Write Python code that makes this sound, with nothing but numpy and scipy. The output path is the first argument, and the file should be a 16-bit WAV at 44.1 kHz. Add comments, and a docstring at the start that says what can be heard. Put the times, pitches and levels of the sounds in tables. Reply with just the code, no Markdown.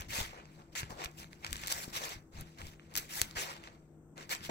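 """Plastic pocket pages of a binder are slid, lifted and turned on a table, close to the left of two microphones.
Over a steady hum and patchy room noise, a bright rustle and strong scrapes of film (modulated noise) open the scene.
Sharp snaps (short wide-band bursts) crowd together from 1.5 to 1.7 s, and strong scrapes run on to 2.1 s.
A sparser stretch follows; hard snaps return near 3 s and a single one stands out at 3.2 s.
Scrapes thin out after 3.5 s and return after 4.1 s; soft thuds (damped sines) and table rumble run through it all."""
import sys
import numpy as np
from scipy import signal
from scipy.fft import rfft, irfft, next_fast_len
from scipy.io import wavfile
from scipy.ndimage import uniform_filter1d

SR = 44100
rng = np.random.default_rng(int(sys.argv[2]) if len(sys.argv) > 2 else 0)


def linear_from_db(decibels):
    """Turn decibels (scalar or array-like) into linear amplitude factors; 0 gives 1."""
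    return 10 ** (np.asarray(decibels, float) / 20)


def transcribe(signal):
    """Save signal, clipped to [-1, 1], as a 16-bit WAV file at the path in sys.argv[1]."""
    frames = np.atleast_2d(signal).T
    limited = np.clip(frames, -1, 1)
    pcm = np.round(limited * 32767).astype(np.int16)
    wavfile.write(sys.argv[1], SR, pcm)


N = 198567

# Strokes of film on film: (start [s], swell [s], fade [s], scrape level [dB],
# treble sheen at the start of the fade [dB re scrape], page flex [dB re scrape])
STROKES = [(-0.032, 0.014, 0.13, -43, -4, -3.5), (0.081, 0.088, 0.2, -39, 1.5, -7.5),
           (0.16, 0.05, 0.16, -40, -0.5, -6), (0.266, 0.066, 0.38, -58.9, -20, 4),
           (0.352, 0.033, 0.15, -58, -17, 7.5), (0.423, 0.11, 0.56, -68.5, -5.5, -4),
           (0.558, 0.041, 0.14, -65.5, -9, 6.5), (0.718, 0.013, 0.31, -64.5, -3, -9),
           (0.75, 0.008, 0.17, -41.5, -7, -10), (0.75, 0.051, 0.052, -37.6, -1, -12.5),
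           (0.829, 0.0092, 0.31, -56.5, -15, -7), (0.893, 0.012, 0.15, -53.5, 0, 8.5),
           (0.928, 0.092, 0.064, -58, -5, 10.5), (0.976, 0.074, 0.062, -42.5, -12.5, -3),
           (1.051, 0.002, 0.253, -62, 0, -13), (1.119, 0.057, 0.283, -67.5, 2, -10),
           (1.168, 0.03, 0.13, -52.5, 6.5, -8), (1.189, 0.042, 0.063, -53.9, -13, -9),
           (1.256, 0.061, 0.095, -72.0, -6, -11), (1.305, 0.023, 0.2, -63, -1, -6),
           (1.37, 0.06, 0.654, -66, -1, 2), (1.421, 0.056, 0.089, -46.5, -18, -8),
           (1.472, 0.071, 0.235, -53, 2.5, -9), (1.537, 0.088, 0.37, -49, -4, -13),
           (1.606, 0.033, 0.348, -50.5, -16, -12), (1.684, 0.036, 0.18, -41, 5.5, -9),
           (1.733, 0.053, 0.1, -45.4, 4.5, -4), (1.771, 0.069, 0.083, -47.5, 6.5, -5),
           (1.856, 0.027, 0.302, -56.7, 2, -3), (1.923, 0.047, 0.11, -39, 2, -9),
           (1.986, 0.068, 0.12, -41.5, 0, -2), (2.056, 0.077, 0.085, -44, -6.5, -11),
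           (2.151, 0.02, 0.53, -80, 9, 0), (2.313, 0.099, 0.086, -53.5, -6, -2),
           (2.432, 0.039, 0.67, -64.5, -6, -6), (2.571, 0.03, 0.174, -53.5, -5, 1.5),
           (2.6, 0.084, 0.16, -57, 0.5, -7.5), (2.724, 0.013, 0.065, -68.5, 0, 2),
           (2.769, 0.084, 0.2, -65.5, -14, -13), (2.883, 0.043, 0.143, -63, -7.5, 6),
           (2.935, 0.057, 0.13, -46.5, 7, -9.5), (3.004, 0.037, 0.318, -59.5, 2.5, -12.5),
           (3.084, 0.025, 0.18, -50, 3.5, -9.5), (3.101, 0.085, 0.19, -43, 8.5, -7),
           (3.207, 0.0075, 0.11, -44.5, 0.5, -11), (3.294, 0.013, 0.32, -56.5, -11, -12),
           (3.351, 0.026, 0.33, -38.2, -5.5, -5), (3.378, 0.038, 0.142, -43, 6, -11),
           (3.44, 0.077, 0.12, -47, -9, -4), (3.559, 0.072, 0.27, -69, -19, 8),
           (3.628, 0.018, 0.11, -51.5, -21, -7), (3.66, 0.0098, 0.11, -54.5, -19.5, -0.5),
           (3.688, 0.049, 0.15, -66.5, -10, 2), (3.804, 0.014, 0.4, -80.5, -11.5, -4.5),
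           (4.156, 0.031, 0.05, -56, -10, 2.5), (4.17, 0.056, 0.097, -51.5, -10, -2.5),
           (4.253, 0.039, 0.123, -71.5, 7, 6), (4.29, 0.035, 0.084, -36, 2, -5.5),
           (4.363, 0.028, 0.67, -57, -7, -9.5), (4.421, 0.042, 0.055, -47, 2, -14),
           (4.49, 0.019, 0.019, -39, -7, 12)]
SWELL_POWER = 0.81  # amplitude grows as time to this power
FADE_DB, FADE_POWER = 33, 0.95  # loss within the fade time, and curvature of the fade
DULLING_DB = 9  # further loss of sheen within the fade time

# Short bursts of film: the first row is the bright rustle that opens the scene, the others are buckling:
# (time [s], peak level at the source [dB], treble sheen [dB])
SNAPS = [(.008, -24.5, 22), (.0201, -28, -24), (.2104, -35, -16), (.4544, -45.5, -28), (.6194, -49, -34),
         (.7527, -26, -6), (.8312, -28.5, -48), (.9057, -38, -9), (.9891, -38.5, -23), (1.0397, -26.5, -7),
         (1.0459, -21.5, 26), (1.058, -25.5, -18), (1.1136, -44, 10), (1.1868, -35, 11), (1.2315, -40, -22),
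         (1.2433, -37, -40), (1.3304, -38, -16), (1.4464, -23, -16), (1.4651, -23, -10), (1.4736, -37, -4),
         (1.5078, -33, 3), (1.529, -15, 8), (1.557, -27.5, -15), (1.5668, -28.5, -1), (1.616, -30, 20),
         (1.6363, -26, -24), (1.6613, -28.5, -10), (1.6719, -17, 14), (1.6762, -15, 14.5), (1.681, -18, 4),
         (1.701, -25, 4), (1.7062, -20, 9), (1.71, -22, 7), (1.7164, -18, 14), (1.72, -15.5, 10.5),
         (1.7237, -11, 10.5), (1.842, -29, 7), (1.932, -37, -10), (2.092, -26.5, 14), (2.1373, -34, 20),
         (2.4098, -24, 34), (2.4177, -41, -20), (2.5864, -38.5, -13), (2.6163, -33.5, -31),
         (2.669, -33, -12), (2.7352, -44, -12), (2.7962, -41.5, -67), (2.9113, -51, -6.5),
         (2.9393, -34, 4.5), (2.9541, -15, 5), (2.964, -11, 12), (2.9738, -12.5, 11), (2.977, -8.5, 29),
         (2.9805, -12, 20), (2.9837, -17.5, 3), (3.0934, -35.5, 7.5), (3.2158, -3, 12), (3.3108, -32, -8),
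         (3.3716, -30.5, -11.5), (3.6383, -38.5, -19), (3.6739, -37.5, -42), (4.1787, -31, -4),
         (4.2096, -43, -26), (4.273, -53, -50), (4.2935, -30, -5), (4.3498, -24.5, -4),
         (4.4074, -39.5, -26), (4.4493, -29.5, -7)]
SNAP_T60_S = 0.002

# Soft knocks of the pages on the cover: (time [s], level before doubling [dB], frequency [Hz],
# t60 [s], limited to four cycles)
THUDS = [(0.186, -33.5, 160, 0.039), (0.211, -26.5, 68, 0.022), (0.831, -35.5, 130, 0.064),
         (0.905, -39, 196, 0.088), (1.058, -39.5, 70.4, 0.046), (1.519, -39.5, 60.5, 0.072),
         (1.879, -34.5, 232, 0.067), (2.383, -53, 75.4, 0.13), (2.421, -39.5, 153, 0.039),
         (2.643, -49.5, 86, 0.017), (2.664, -35.5, 40.4, 0.032), (3.218, -36, 78.1, 0.077),
         (3.369, -42, 142, 0.05), (4.494, -31, 295, 0.02)]

# The hand shifts its weight and the table rumbles: (time [s], level [dB])
JOLTS = [(0, -42), (.11, -45.5), (.21, -43), (.29, -50), (.84, -47), (.93, -50), (1.08, -62), (1.21, -51.5),
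         (1.529, -44.5), (1.45, -53), (1.64, -50.5), (1.76, -54), (1.95, -51.5), (2.17, -49.5),
         (2.39, -43.5), (2.64, -44), (2.99, -48.5), (3.22, -49.5), (3.37, -49), (3.92, -63), (4.17, -61),
         (4.41, -49.5), (4.5, -47.5)]
JOLT_RISE_DB_PER_S, JOLT_FALL_DB_PER_S = 248, 249.5
RUMBLE_DB = -64.5  # steady floor under the jolts

# Levels of the film's ranges; rim and bite follow the treble in part
BITE_DB, BITE_SHARE = -3.96, 0.38  # bite from sheen, in strokes
RIM_DB, RIM_SHARE = -5.37, 0.5  # rim from bite
BODY_DB, BODY_SHARE = -5, -0.084  # bright sounds carry less body
RING_HZ, RING_WIDTH_HZ, RING_DB = 2194, 320, -12  # the pockets ring: resonance added to the direct spectrum
TOP_TILT = 0.35  # exponent of the rise with frequency above 9 kHz

# Colour of the film at the near (left) microphone: (frequency [Hz], gain [dB])
NEAR_COLOUR = [(30, 0), (200, 0), (700, 0), (1300, 1), (2300, -1), (3400, 2), (4500, 0), (7500, 1),
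               (8700, -7), (10500, -1), (13000, -3), (16500, -3)]
# Colour of the film at the far (right) microphone: (frequency [Hz], gain [dB])
FAR_COLOUR = [(30, -2), (200, -4), (700, -5), (1300, 0), (2200, 4), (3200, -1.5), (5500, 1), (6700, -3),
              (7800, -1), (9300, -12), (11300, -13), (12300, -6.5), (16500, -8)]
# Part of the far sound that is coherent with the near: (frequency [Hz], coherence [ratio])
SHARED = [(100, .995), (350, .9), (800, .8), (1300, .57), (3000, .52), (6000, .42), (12000, .42)]
FAR_LAG_S = 0.00051
FAR_LEAD_RAD = 0.74  # phase that the far microphone wins back above the bass

# Decay of the echo: (frequency [Hz], t60 [s])
WALLS = [(200, 0.23), (1000, 0.42), (4000, 0.06), (12000, 0.079)]
WALLS_DB = -17

# Room noise, left, before scaling to AIR_DB: (frequency [Hz], relative density [dB per Hz])
AIR_LEFT = [(25, -13), (55, -1.5), (110, -9.5), (200, 1), (400, -6.5), (700, -13.5), (1400, -30),
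            (2800, -36.5), (4500, -48.5), (5600, -36.5), (8400, -26.5), (9000, -50.5), (11000, -58.5),
            (11800, -40), (15500, -39.5), (16000, -76)]
# Room noise, right, before scaling to AIR_DB: (frequency [Hz], relative density [dB per Hz])
AIR_RIGHT = [(25, -8), (55, -2), (110, -10.5), (200, -2), (400, -12), (700, -25.5), (1400, -21),
             (2100, -36), (4000, -64.5), (5600, -61), (7000, -37.5), (15500, -86), (16000, -71.5)]
# Left-right likeness of the room noise, limited to -1..1: (frequency [Hz], correlation [ratio])
AIR_SAME = [(60, 0.99), (240, 0.88), (950, 0.98), (3770, -1.3), (15000, -0.51)]
AIR_DB = -60.5  # rms over both sides
# Wavering drones of a machine: (frequency [Hz], half-width [Hz], rms level midway between the sides [dB])
HUM = [(153.8, 5.1, -62), (333.2, 13.1, -66.5)]


def scrape():
    """Stick-slip friction: film dragging on film hisses in uneven grains, with ticks where it catches."""
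    level_db, *colour_db = stroke_curves(np.arange(N) / SR)
    grip = evened(band(rng.standard_normal(N), 16, 350))
    # about 120 catches a second, each dying away with a time constant of 1.2 ms
    tick_size = linear_from_db(1.1 * np.minimum(rng.exponential(1, N), 3))
    ticks = (rng.random(N) < 120 / SR) * tick_size
    catches = signal.lfilter([1], [1, -np.exp(-1 / (0.0012 * SR))], ticks)
    roughness = linear_from_db(1.6 * grip) + 0.4 * catches
    hiss = patchy(rng.standard_normal((2, N)), patchy_db=2.5) * roughness
    return linear_from_db(level_db) * film(hiss, *colour_db)


def stroke_curves(t):
    """Power addition: each stroke swells and fades, and overlapping strokes add, range by range."""
    start, swell, fade, db, sheen_db, flex_db = np.transpose(STROKES)[:, :, None]
    slow = t[::32]
    rising = np.clip((slow - start) / swell, 0, 1) ** SWELL_POWER
    fading = (np.maximum(slow - start - swell, 0) / fade) ** FADE_POWER
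    power = (rising * linear_from_db(db - FADE_DB * fading)) ** 2 + 1e-14
    sheen_db = np.maximum(sheen_db - DULLING_DB * fading, -60)
    bite_db = BITE_DB + BITE_SHARE * sheen_db
    total = power.sum(0)
    # each colour is averaged over the strokes, weighted by their power
    colours = [(power * linear_from_db(2 * c)).sum(0) / total for c in (bite_db, sheen_db, flex_db)]
    return [np.interp(t, slow, 10 * np.log10(p)) for p in [total] + colours]


def film(z, bite_db, sheen_db, flex_db):
    """Spectral shaping: the plastic colours noise in five ranges (flex, body, rim, bite, sheen)."""
    hz = np.fft.rfftfreq(z.shape[1], 1 / SR)
    ring = 1 + linear_from_db(RING_DB) / (1 + ((hz - RING_HZ) / RING_WIDTH_HZ) ** 2)
    tilt = np.maximum(hz / 9000, 1) ** TOP_TILT
    spectrum = rfft(z) * ring * tilt
    edges_hz = (340, 1150, 2900, 5000, 8700, 1e6)
    above = [1 / (1 + (edge / (hz + 1)) ** 6) for edge in edges_hz]
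    flex, body, rim, bite, sheen = (evened(irfft(spectrum * (lower - upper), z.shape[1]))
                                    for lower, upper in zip(above, above[1:]))
    body_db = BODY_DB + BODY_SHARE * np.maximum(bite_db, -10)
    rim_db = RIM_DB + RIM_SHARE * bite_db
    return (linear_from_db(flex_db) * flex + linear_from_db(body_db) * body + linear_from_db(rim_db) * rim
            + linear_from_db(bite_db) * bite + linear_from_db(sheen_db) * sheen)


def patchy(z, patchy_db):
    """Wandering contact: patches of the spectrum swell and fade within tens of milliseconds."""
    spectra = signal.stft(z, nperseg=256, noverlap=192)[2]
    patches = rng.standard_normal(spectra.shape[1:])
    patches = uniform_filter1d(patches, size=5, axis=0)  # across frequency
    patches = evened(uniform_filter1d(patches, size=16, axis=1))  # along time
    return signal.istft(spectra * linear_from_db(patchy_db * patches), nperseg=256, noverlap=192)[1][:, :N]


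def snaps():
    """Impulsive excitation: each row sounds a wide burst of 2 ms with a weak after-rattle five times as long."""
    out, t = np.zeros((2, N)), np.arange(2000) / SR
    fade_db = -60 * t / SNAP_T60_S
    onset = 1 - np.exp(-t / 0.00015)
    envelope = onset * (linear_from_db(fade_db) + linear_from_db(-11.5 + 0.2 * fade_db))
    for s, db, sheen_db in SNAPS:
        noise = rng.standard_normal((2, len(t)))
        burst = film(noise, 0.5 * sheen_db - 0.5, sheen_db, -12.0) * envelope
        add(out, s, linear_from_db(db) * burst / abs(burst).max(1, keepdims=True))
    return out


def thuds():
    """Heavily damped oscillation: a low push with hardly any ring, placed in the first source row."""
    out, t = np.zeros((2, N)), np.arange(8000) / SR
    for s, db, hz, t60 in THUDS:
        t60 = np.minimum(t60, 4 / hz)
        envelope = linear_from_db(db - 60 * t / t60) * (1 - np.exp(-t * hz * 12))
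        push = envelope * np.sin(2 * np.pi * hz * t)
        add(out, s, 2 * np.array([push, 0 * push]))
    return out


def table_rumble():
    """Forced low-frequency vibration: band-passed noise follows the jolts of the table."""
    rumble = evened(band(rng.standard_normal((2, N)), 27, 120))
    return rumble_level(np.arange(N) / SR) * rumble


def rumble_level(t):
    """Exponential growth and decay: each jolt builds up and dies away over a steady low rumble."""
    s, db = np.transpose(JOLTS)[:, :, None]
    before, after = np.maximum(s - t, 0), np.maximum(t - s, 0)
    jolt_db = db - JOLT_RISE_DB_PER_S * before - JOLT_FALL_DB_PER_S * after
    return linear_from_db(np.maximum(jolt_db.max(0), RUMBLE_DB))


def walls(x):
    """Reverberation: sparse taps of random sign, each band dying at its own speed."""
    taps = np.zeros((2, SR // 2))
    at = np.arange(120, SR // 2 - 20, 20)
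    at = at + rng.integers(0, 20, (2, len(at)))
    np.put_along_axis(taps, at, rng.choice([-1., 1.], at.shape), 1)
    hz, t, z = signal.stft(taps, SR, nperseg=256)
    decay = linear_from_db(-60 * t / read(WALLS, hz)[:, None])
    tail = signal.istft(z * decay, SR, nperseg=256)[1]
    return signal.fftconvolve(x, tail / np.linalg.norm(tail[0]), axes=1)[:, :N]


def microphones(x):
    """Delay and partial coherence: the far side hears it later, shaded, and partly by other paths (row 2)."""
    size = next_fast_len(N + 4096)
    hz, (direct, other) = np.fft.rfftfreq(size, 1 / SR), rfft(x, size)
    shared = np.clip(read(SHARED, hz), 0, 1)
    lead = FAR_LEAD_RAD * hz ** 2 / (hz ** 2 + 200 ** 2)
    delay = np.exp(-1j * (2 * np.pi * hz * FAR_LAG_S - lead))
    far = (shared * direct + np.sqrt(1 - shared ** 2) * other) * delay
    both = [direct * linear_from_db(read(NEAR_COLOUR, hz)), far * linear_from_db(read(FAR_COLOUR, hz))]
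    return irfft(both, size)[:, :N]


def room_air():
    """Partly correlated noise: the steady, patchy background of the room, with its two narrow drones."""
    frames, hz = N // 512 + 5, np.fft.rfftfreq(2048, 1 / SR)
    a, b, c, d, patches = rng.standard_normal((5, 1025, frames))
    patches = evened(uniform_filter1d(uniform_filter1d(patches, 12, 0), 8, 1))
    same = np.clip(read(AIR_SAME, hz), -1, 1)[:, None]
    left, separate = a + 1j * b, c + 1j * d
    right = same * left + np.sqrt(1 - same ** 2) * separate
    colour_db = np.array([read(AIR_LEFT, hz), read(AIR_RIGHT, hz)])[:, :, None]
    z = np.array([left, right]) * linear_from_db(colour_db + 1.5 * patches)
    air = linear_from_db(AIR_DB) * evened(signal.istft(z, nperseg=2048, noverlap=1536)[1][:, :N])
    hum = sum(drone(*row) for row in HUM)
    return air + hum * linear_from_db([[1.5], [-1.5]])  # the hum leans left


def drone(hz, width_hz, db):
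    """Frequency modulation: a tone of wandering pitch, with some noise around the same pitch."""
    wander = evened(band(rng.standard_normal(N), 2, 5.7))
    tone = np.sin(2 * np.pi * np.cumsum(hz + 0.5 * width_hz * wander) / SR)
    fuzz = evened(band(rng.standard_normal(N), hz - width_hz, hz + width_hz))
    return linear_from_db(db) * evened(tone + 0.36 * fuzz)


def evened(x):
    """Normalisation to an rms of 1."""
    return x / np.sqrt(np.mean(x ** 2) + 1e-20)


def read(points, hz):
    """Interpolation of a table on a log-frequency axis."""
    f, value = np.transpose(points)
    return np.interp(np.log(hz + 1), np.log(f + 1), value)


def band(x, lo_hz, hi_hz):
    """Band-pass filtering along the last axis."""
    return signal.sosfilt(signal.butter(2, [lo_hz, hi_hz], "band", fs=SR, output="sos"), x)


def add(mix, s, sound):
    """Superposition: a two-row sound is added to the mix at time s."""
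    part = mix[:, round(s * SR):][:, :sound.shape[1]]
    part += sound[:, :part.shape[1]]


def scene():
    """Superposition of the pages and their echo at both microphones, and the room."""
    pages = scrape() + snaps() + thuds() + table_rumble()
    return microphones(pages + linear_from_db(WALLS_DB) * walls(pages)) + room_air()


def low_pass(x):
    """Removes everything above the highest recorded frequency."""
    return signal.sosfilt(signal.butter(12, 16830, fs=SR, output="sos"), x)


def record(dry):
    """Low-pass filtering: the top of the band, above 15.83 kHz, is nearly shut."""
    edge = signal.firwin(255, 15830, window=("kaiser", 5), fs=SR)
    shut = signal.oaconvolve(dry, edge[None], "same")
    mix = shut + linear_from_db(-38) * (dry - shut)
    return low_pass(mix)


dry = scene()
out = record(dry)
transcribe(out)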